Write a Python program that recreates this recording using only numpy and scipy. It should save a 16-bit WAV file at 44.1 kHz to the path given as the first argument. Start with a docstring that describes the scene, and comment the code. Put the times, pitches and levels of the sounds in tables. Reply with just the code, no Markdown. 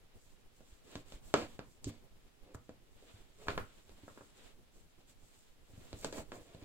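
"""Ribbon embroidery, close up

Fabric stretched over a frame in a small quiet room, close to a stereo microphone and slightly right.
The needle pops and ticks through the weave; the ribbon rasps after it in stick-slip tugs and hisses
as it slides. The taut cloth answers every blow like a slack drum, and thuds when the ribbon pulls
tight or a hand touches it. Underneath lie the fingers, the rumble of the frame and the room tone."""
import sys
import numpy as np
from scipy import signal
from scipy.fft import rfft, irfft, next_fast_len
from scipy.io import wavfile
from scipy.ndimage import uniform_filter1d

SR = 44100
rng = np.random.default_rng(int(sys.argv[2]) if len(sys.argv) > 2 else 0)


def persist_wave(psi):
    """Save psi, clipped to +-1, as 16-bit WAV."""
    counts = np.round(np.clip(psi, -1, 1) * 32767).astype(np.int16)
    wavfile.write(sys.argv[1], SR, np.atleast_2d(counts).T)


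N = 292868
TIME = np.arange(N) / SR
RING_TIME = TIME[:SR // 2]
LEFT_LAG_S, TOP_HZ = 0.0001, 15800

# Spectral shape of each sound: frequency_hz, gain_db
ROOM_SPECTRUM = [(20, -1), (100, -11), (300, -13), (1000, -18), (3000, -18.5), (8000, -27.5), (15000, -31)]
RUMBLE_SPECTRUM = [(20, 8.5), (45, -4.5), (80, -3), (160, -10), (400, -13), (800, -22), (2000, -37)]
RUSTLE_SPECTRUM = [(100, -4), (450, 6.5), (900, -0.5), (2000, -2.5), (3600, 0), (5200, -10.5), (9000, -33)]
HISS_SPECTRUM = [(1500, -31), (4000, -9.5), (5600, -9), (6600, -6), (7500, -1.5), (8500, -9),
                 (10000, -17.5), (15000, -21)]
PUFF_SPECTRUM = [(80, 8), (180, -7.5), (290, 13.5), (420, 1.5), (900, 1)]
RASP_SPECTRUM = [(50, -19.5), (180, -5), (330, -5.5), (550, 0), (850, -9), (1400, -18.5), (2200, -10.5),
                 (4200, -14.5), (5600, -19.5), (7700, -15.5), (10000, -33), (15000, -28.5)]
POP_SPECTRUM = [(30, -20.5), (110, -8), (290, -4), (560, 1.5), (760, -6.5), (1080, -7), (1550, -8),
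                (1950, -13.5), (2650, -15), (3400, -17), (4600, -23), (5600, -20.5), (7500, -16.5),
                (10500, -42.5)]
# Left side of the microphone relative to the right: frequency_hz, gain_db
LEFT_BALANCE = [(200, -1.5), (600, -2), (1300, -.5), (2300, 1), (4400, -1.5), (15000, -0.5)]
# Drum modes of the stretched cloth: pitch_hz, level_db, t60_s
CLOTH_MODES = [(77.5, -7, 0.053), (103, -3.5, 0.22), (156, -15.5, 0.36), (230.6, -9.5, 0.58),
               (294.6, 0.5, 0.22), (386, 2, 0.085), (410, 5, 0.11), (482.4, -3.5, 0.23), (638, -3, 0.24),
               (904, -29, 0.24), (900, -1.5, 0.073), (1380, -7.5, 0.067), (1310, 2.5, 0.04),
               (1653, 17, 0.049), (2470, -4.5, 0.36)]
# How long cloth and room ring together: frequency_hz, t60_s
RING_DECAY = [(100, 0.36), (500, 0.18), (1500, 0.25), (4000, 0.23), (10000, 0.091)]
# Hollow resonances of the cloth in its frame: centre_hz, width_hz, boost_db
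FRAME_RESONANCES = [(284, 89, 3.5), (500.4, 45, 2.5), (1042, 120, 4), (1340, 200, 4), (1650, 130, -1.5),
                    (2400, 160, 2.5), (4543, 600, 5.5)]
# The frame rocks as the hands shift their hold: middle_s, length_s, level_db
FRAME_ROCKS = [(1.393, .4, -58), (3.571, 0.26, -49.5), (6.097, 0.77, -59)]
# Satin sliding over the cloth: middle_s, length_s, hiss_db, rustle_db
RIBBON_STROKES = [(0.265, 0.24, -73, -89), (0.57, 0.074, -72.5, -80), (0.712, 0.23, -72, -73),
                  (0.935, 0.22, -65.5, -64.5), (1.127, 0.16, -65.5, -62.5), (1.283, 0.14, -66.5, -67.5),
                  (1.434, 0.39, -68.5, -65.5), (1.714, 0.2, -74, -92), (1.887, 0.05, -57.5, -56),
                  (2.55, 0.02, -60, -71), (3.112, 0.43, -72.5, -67), (3.469, 0.26, -66.5, -68.5),
                  (3.815, 1, -74, -70.5), (4.164, 0.55, -71.5, -70), (4.445, 0.22, -68, -64),
                  (4.785, 0.17, -74.5, -79.5), (5.103, 0.097, -69.5, -79.5), (5.347, 0.4, -71, -74.5),
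                  (5.867, 0.51, -70, -67), (6.042, 0.19, -58.5, -69), (6.176, 0.13, -56, -62),
                  (6.357, 0.08, -61.5, -72), (6.503, 0.86, -72.5, -71.5)]
# Soft pushes on the cloth: start_s, strength_db, contact_s
CLOTH_PUSHES = [(0.721, -29.5, 0.018), (0.959, -18, 0.0046), (1.139, -20.5, 0.026), (1.433, -24.5, 0.0073),
                (1.859, -16, 0.0092), (1.8687, -10.5, 0.004), (1.876, -12.5, 0.00507), (2.547, -20, 0.0078),
                (2.705, -32, 0.0062), (3.141, -26.5, 0.0069), (3.486, -17, 0.012), (3.603, -19, 0.0076),
                (4.034, -26.5, 0.0043), (5.735, -27.5, 0.0055), (5.938, -21.5, 0.006),
                (6.189, -22.5, 0.013), (6.623, -23.5, 0.0044)]
# Ribbon dragged through its hole: start_s, peak_s, end_s, strength_db, brightness_db
RIBBON_TUGS = [(0.855, 0.876, 1.18, -64, -5), (1.346, 1.356, 1.479, -39, -5),
               (1.868, 1.871, 2.01, -57.5, 1.5), (2.363, 2.502, 2.62, -64, -10.5),
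               (3.372, 3.415, 3.65, -58.5, -7), (3.49, 3.498, 3.55, -44.5, -5),
               (6.016, 6.028, 6.08, -50.5, 3), (6.116, 6.174, 6.24, -45.5, -8.5),
               (6.326, 6.353, 6.44, -53.5, -15), (6.441, 6.461, 6.76, -62.5, -12),
               (6.6, 6.623, 6.7, -59.5, -2)]
# Needle and ribbon catching in the weave; the last four columns shape the tone:
# start_s, strength_db, thump_db, snap_db, tick_db, sparkle_db
WEAVE_POPS = [(0.606, -34, 4, -16, -6, -4), (0.955, -18.5, 6, -6.5, 9, -1.5),
              (1.1223, -24.5, 10.5, -10, 9, -1), (1.3401, 3.5, -3.5, -3, 0, -3.5),
              (1.592, -17, 10.5, -3.5, 2, -8), (1.8434, -19, 9, -8.5, 18.5, 23.5),
              (2.488, -47, 8, -7, -10, -9), (2.5471, -21, 18, 4, -11, 6), (2.6926, -24, 8, -10, -5, -10),
              (3.024, -38, -2, -27, 6, -9), (3.47, -24, 4, 6, -4, -1), (3.4832, -7, 0.5, 7, 7, -7),
              (3.5048, -19, 16, -10, 16, -10), (3.5774, -10, 0.5, 5.5, 2, -8.5),
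              (3.894, -36, 5, -10, 9, -4), (4.08, -26.5, 4.5, 2, -18, -5), (4.175, -31.5, 0, 1.5, -3, -10),
              (4.209, -30, 10, 2.5, -11, -6), (5.777, -23.5, 28, -30, -4, -6), (5.93, -21.5, 5, -11, 7, -5),
              (6.0461, -9, 4, -6.5, 5, 5.5), (6.126, -20.5, -16, -10, 5, 4), (6.183, -23, 6, 0, -3, 9),
              (6.319, -19.5, 2, -1, 1.5, -7), (6.548, -23.5, 18.5, -19, 5, -7)]


def undb(db):
    """Decibels to gain."""
    return 10 ** (np.asarray(db) / 20)


def unit(x):
    """Scale to unit energy per channel."""
    return x / np.sqrt(np.mean(np.sum(x ** 2, axis=-1)))


def level(x, db):
    """Scale to an rms level."""
    return x * undb(db) / np.sqrt(np.mean(x ** 2))


def along(hz, points):
    """Read (frequency_hz, value) points on a log-frequency axis."""
    point_hz, value = np.transpose(points)
    return np.interp(np.log(hz + 1e-3), np.log(point_hz), value)


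def pulse(*spectra, size=4096):
    """The most compact causal pulse shaped by the sum of the given dB spectra."""
    hz = np.arange(size // 2 + 1) * SR / size
    cepstrum = irfft(np.log(undb(sum(along(hz, s) for s in spectra))))
    fold = 1 + np.sign(size // 2 - np.arange(size)) * 1.
    fold[0] = 1
    return unit(irfft(np.exp(rfft(cepstrum * fold))))


def through(x, response):
    """Convolve mono or stereo signals."""
    return signal.fftconvolve(np.atleast_2d(x), np.atleast_2d(response), axes=-1)


def add(out, start_s, x):
    """Mix x in from start_s on."""
    start = int(np.clip(start_s * SR, 0, N - 1))
    out[:, start:start + x.shape[1]] += x[:, :N - start]


def waver(rate_hz):
    """Random steps, smoothed twice, with an rms of 1."""
    hold = max(int(SR / rate_hz), 2)
    steps = np.repeat(rng.standard_normal(N // hold + 1), hold)[:N]
    return level(uniform_filter1d(uniform_filter1d(steps, hold), hold), 0)


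def arch(middle_s, length_s):
    """A movement of the hand speeds up and slows down in half a sine."""
    return np.cos(np.pi * np.clip((TIME - middle_s) / max(length_s, .01), -.5, .5))


def direct(x):
    """A near sound reaches the right side of the microphone first."""
    hz = np.fft.rfftfreq(len(x), 1 / SR)
    left = irfft(rfft(x) * np.exp(-2j * np.pi * hz * LEFT_LAG_S), len(x))
    return np.array([left, x])


def diffuse(size, apart_hz=1500, bass_side=1.0):
    """White noise from all around; bass_side below 1 makes left and right alike in the bass."""
    length = next_fast_len(size, True)
    apart = np.minimum(bass_side + np.fft.rfftfreq(length, 1 / SR) / apart_hz, 1)
    mid, side = rfft(rng.standard_normal((2, length))) * [np.sqrt(2 - apart ** 2), apart]
    return level(irfft([mid + side, mid - side], length)[:, :size], 0)


def at_microphone(x):
    """Left and right hear the work with slightly different colours."""
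    size = next_fast_len(N + len(RING_TIME), True)
    balance_db = along(np.fft.rfftfreq(size, 1 / SR), LEFT_BALANCE)
    return irfft(rfft(x, size) * undb([balance_db / 2, -balance_db / 2]), size)[:, :N]


def room_tone():
    """The steady hush of the room, all around the microphone."""
    return level(through(diffuse(N), pulse(ROOM_SPECTRUM))[:, :N], db=-71)


def rub(colour, gain, flutter_db, near_share):
    """Countless fibre contacts, wavering with the pressure of the hand."""
    around = diffuse(N)
    contacts = level(rng.laplace(size=next_fast_len(N, True)), 0)
    fibres = np.sqrt(1 - near_share) * around + np.sqrt(near_share) * direct(contacts)[:, :N]
    return level(through(fibres, colour)[:, :N], 0) * gain * undb(flutter_db * waver(rate_hz=45))


def handling(hiss_db=-84, rustle_db=-80, hold_db=-63):
    """Resting fingers hiss and rustle on the weave; the held frame rumbles, more when it rocks."""
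    hiss = rub(pulse(HISS_SPECTRUM), undb(hiss_db), flutter_db=3.6, near_share=0.15)
    rustle = rub(pulse(RUSTLE_SPECTRUM), undb(rustle_db), flutter_db=4.2, near_share=0.15)
    rocking = sum(undb(db) * arch(middle_s, length_s) for middle_s, length_s, db in FRAME_ROCKS)
    rumble = rub(pulse(RUMBLE_SPECTRUM), undb(hold_db) + rocking, flutter_db=3.0, near_share=0.37)
    return hiss + rustle + rumble


def snags(hiss_gain, per_s=90, uneven_db=4, relative_db=-8):
    """Single fibres catch as the ribbon slides: a faint crackle that follows its hiss."""
    sizes = undb(uneven_db * np.minimum(rng.exponential(size=N), 3))
    caught = rng.random(N) < per_s / SR
    clicks = level(caught * sizes * rng.choice([-1, 1], N) + 1e-9, relative_db)
    crackle = through(clicks * hiss_gain, pulse(HISS_SPECTRUM))[0, :next_fast_len(N, True)]
    return direct(crackle)[:, :N]


def ribbon_strokes():
    """Smooth ribbon slides over the threads: the satin hisses and the cloth rustles with its speed."""
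    hiss_gain, rustle_gain = 0, 0
    for middle_s, length_s, hiss_db, rustle_db in RIBBON_STROKES:
        speed = arch(middle_s, length_s)
        hiss_gain = np.hypot(hiss_gain, undb(hiss_db) * speed)
        rustle_gain = np.hypot(rustle_gain, undb(rustle_db) * speed)
    satin = pulse(HISS_SPECTRUM, [(7000, 0), (12000, 5)])  # extra fizz at the top
    sliding = rub(satin, hiss_gain, flutter_db=1.1, near_share=0.089) + snags(hiss_gain)
    return sliding + rub(pulse(RUSTLE_SPECTRUM), rustle_gain, flutter_db=2.4, near_share=0.15)


def cloth_modes(scatter_db=2):
    """The drum modes of the cloth; their balance varies at random from blow to blow."""
    hz, db, t60_s = np.transpose(CLOTH_MODES)[:, :, None]
    gain = undb(db + scatter_db * rng.standard_normal(db.shape))
    decay = np.exp(-np.log(1000) * RING_TIME / t60_s)
    return unit(np.sum(gain * np.cos(2 * np.pi * hz * RING_TIME) * decay, axis=0))


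def ring(mode_db, build_s=0.00099):
    """Clear low modes inside a dense wash of high modes and wall reflections."""
    wash = rfft(diffuse(len(RING_TIME), apart_hz=1480, bass_side=0.34))
    hz = np.fft.rfftfreq(len(RING_TIME), 1 / SR)
    centres_hz, t60s = np.transpose(RING_DECAY)
    tail = 0
    for share, t60_s in zip(np.eye(len(centres_hz)), t60s):
        band = irfft(wash * along(hz, np.transpose([centres_hz, share])), len(RING_TIME))
        tail = tail + band * np.exp(-np.log(1000) * RING_TIME / t60_s)
    return unit(tail * (1 - np.exp(-RING_TIME / build_s))) + undb(mode_db) * direct(cloth_modes())


def hollow(x, gain_db=-1.0):
    """The resonances of the mounted cloth colour every crack and rasp."""
    hz = np.geomspace(50, TOP_HZ, 600)
    boost_db = sum(db / (1 + (2 * (hz - centre) / width) ** 2) for centre, width, db in FRAME_RESONANCES)
    return undb(gain_db) * through(x, pulse(np.transpose([hz, boost_db])))[:, :N]


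def cloth_thuds(puff_db=-4, drum_db=-2, damping_s=0.085):
    """A smooth push moves the whole cloth and damps it; longer contact favours lower modes."""
    out = np.zeros((2, N))
    for start_s, db, contact_s in CLOTH_PUSHES:
        push = np.sin(np.pi * np.minimum(RING_TIME[:SR // 20] / contact_s, 1)) ** 2
        drum = through(push, cloth_modes() * np.exp(-RING_TIME / damping_s))[0]
        # the air follows the speed of the pushed cloth, rounded by the give of the weave
        puff = through(np.gradient(push), pulse(PUFF_SPECTRUM))[0]
        add(out, start_s, undb(db + puff_db) * direct(unit(puff)))
        add(out, start_s, undb(db + drum_db) * direct(unit(drum)))
    return out


def ribbon_tugs(slips_per_s=1500, uneven_db=3, direct_db=-3, ring_db=-3, damping_s=0.047):
    """The ribbon sticks and slips: dense uneven clicks ring the cloth, which the ribbon damps."""
    out = np.zeros((2, N))
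    for start_s, peak_s, end_s, db, brightness_db in RIBBON_TUGS:
        t = np.arange(start_s, end_s, 1 / SR)
        pull = np.interp(t, [start_s, peak_s, end_s], [0, 1, 0])
        slipping = rng.random(len(t)) < slips_per_s / SR
        sizes = undb(uneven_db * np.minimum(rng.exponential(size=len(t)), 3))
        slips = level(slipping * sizes * rng.choice([-1, 1], len(t)) + 1e-9, db) * pull
        rasp = through(slips, pulse(RASP_SPECTRUM, [(700, 0), (5000, brightness_db)]))[0]
        damped_ring = ring(mode_db=-13.5) * np.exp(-RING_TIME / damping_s)
        add(out, start_s, undb(direct_db) * direct(rasp))
        add(out, start_s, undb(ring_db) * through(rasp, damped_ring))
    return out


def fibre_release(spread_s):
    """Fibres let go one after another within a few milliseconds, with no pitch of their own."""
    t = RING_TIME[:SR // 25]
    burst = rng.standard_normal(len(t)) * np.exp(-t / spread_s)
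    spectrum = rfft(burst, 2 * len(t))
    return unit(irfft(spectrum / np.abs(spectrum))[:len(t)])


def weave_pops(base_release_s=0.0015, snap_doubling_db=20, medium_pop_db=-20.5):
    """The dented cloth springs back as a thread gives way: one short crack, then a duller ring."""
    out = np.zeros((2, N))
    for start_s, db, thump_db, snap_db, tick_db, sparkle_db in WEAVE_POPS:
        # steel on thread is bright, ribbon on cloth is dull and heavy
        contact = [(120, thump_db), (380, 0), (720, 0),
                   (1300, snap_db), (4000, tick_db), (7500, sparkle_db)]
        # more snap means more fibres and a longer release
        release = fibre_release(base_release_s * 2 ** (snap_db / snap_doubling_db))
        crack = unit(through(pulse(POP_SPECTRUM, contact), release))[0]
        add(out, start_s, undb(db) * direct(crack))
        softened = pulse(POP_SPECTRUM, contact, [(1300, 0), (4000, -3)])
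        # hard pops are drier, and so are thumpy ones, where a finger pad rests on the cloth
        ring_db = -2.0 - 0.16 * (db - medium_pop_db) - 0.17 * thump_db
        add(out, start_s, undb(db + ring_db) * through(softened, ring(mode_db=-11)))
    return out


def scene():
    """The needlework, close and slightly to the right, over the room tone."""
    stitching = hollow(weave_pops() + ribbon_tugs())
    work = stitching + cloth_thuds() + ribbon_strokes() + handling()
    return at_microphone(work) + room_tone()


def record(dry):
    """The recorder cuts the top treble steeply."""
    return signal.sosfilt(signal.ellip(10, .1, 70, TOP_HZ, fs=SR, output="sos"), dry)


dry = scene()
out = record(dry)
persist_wave(out)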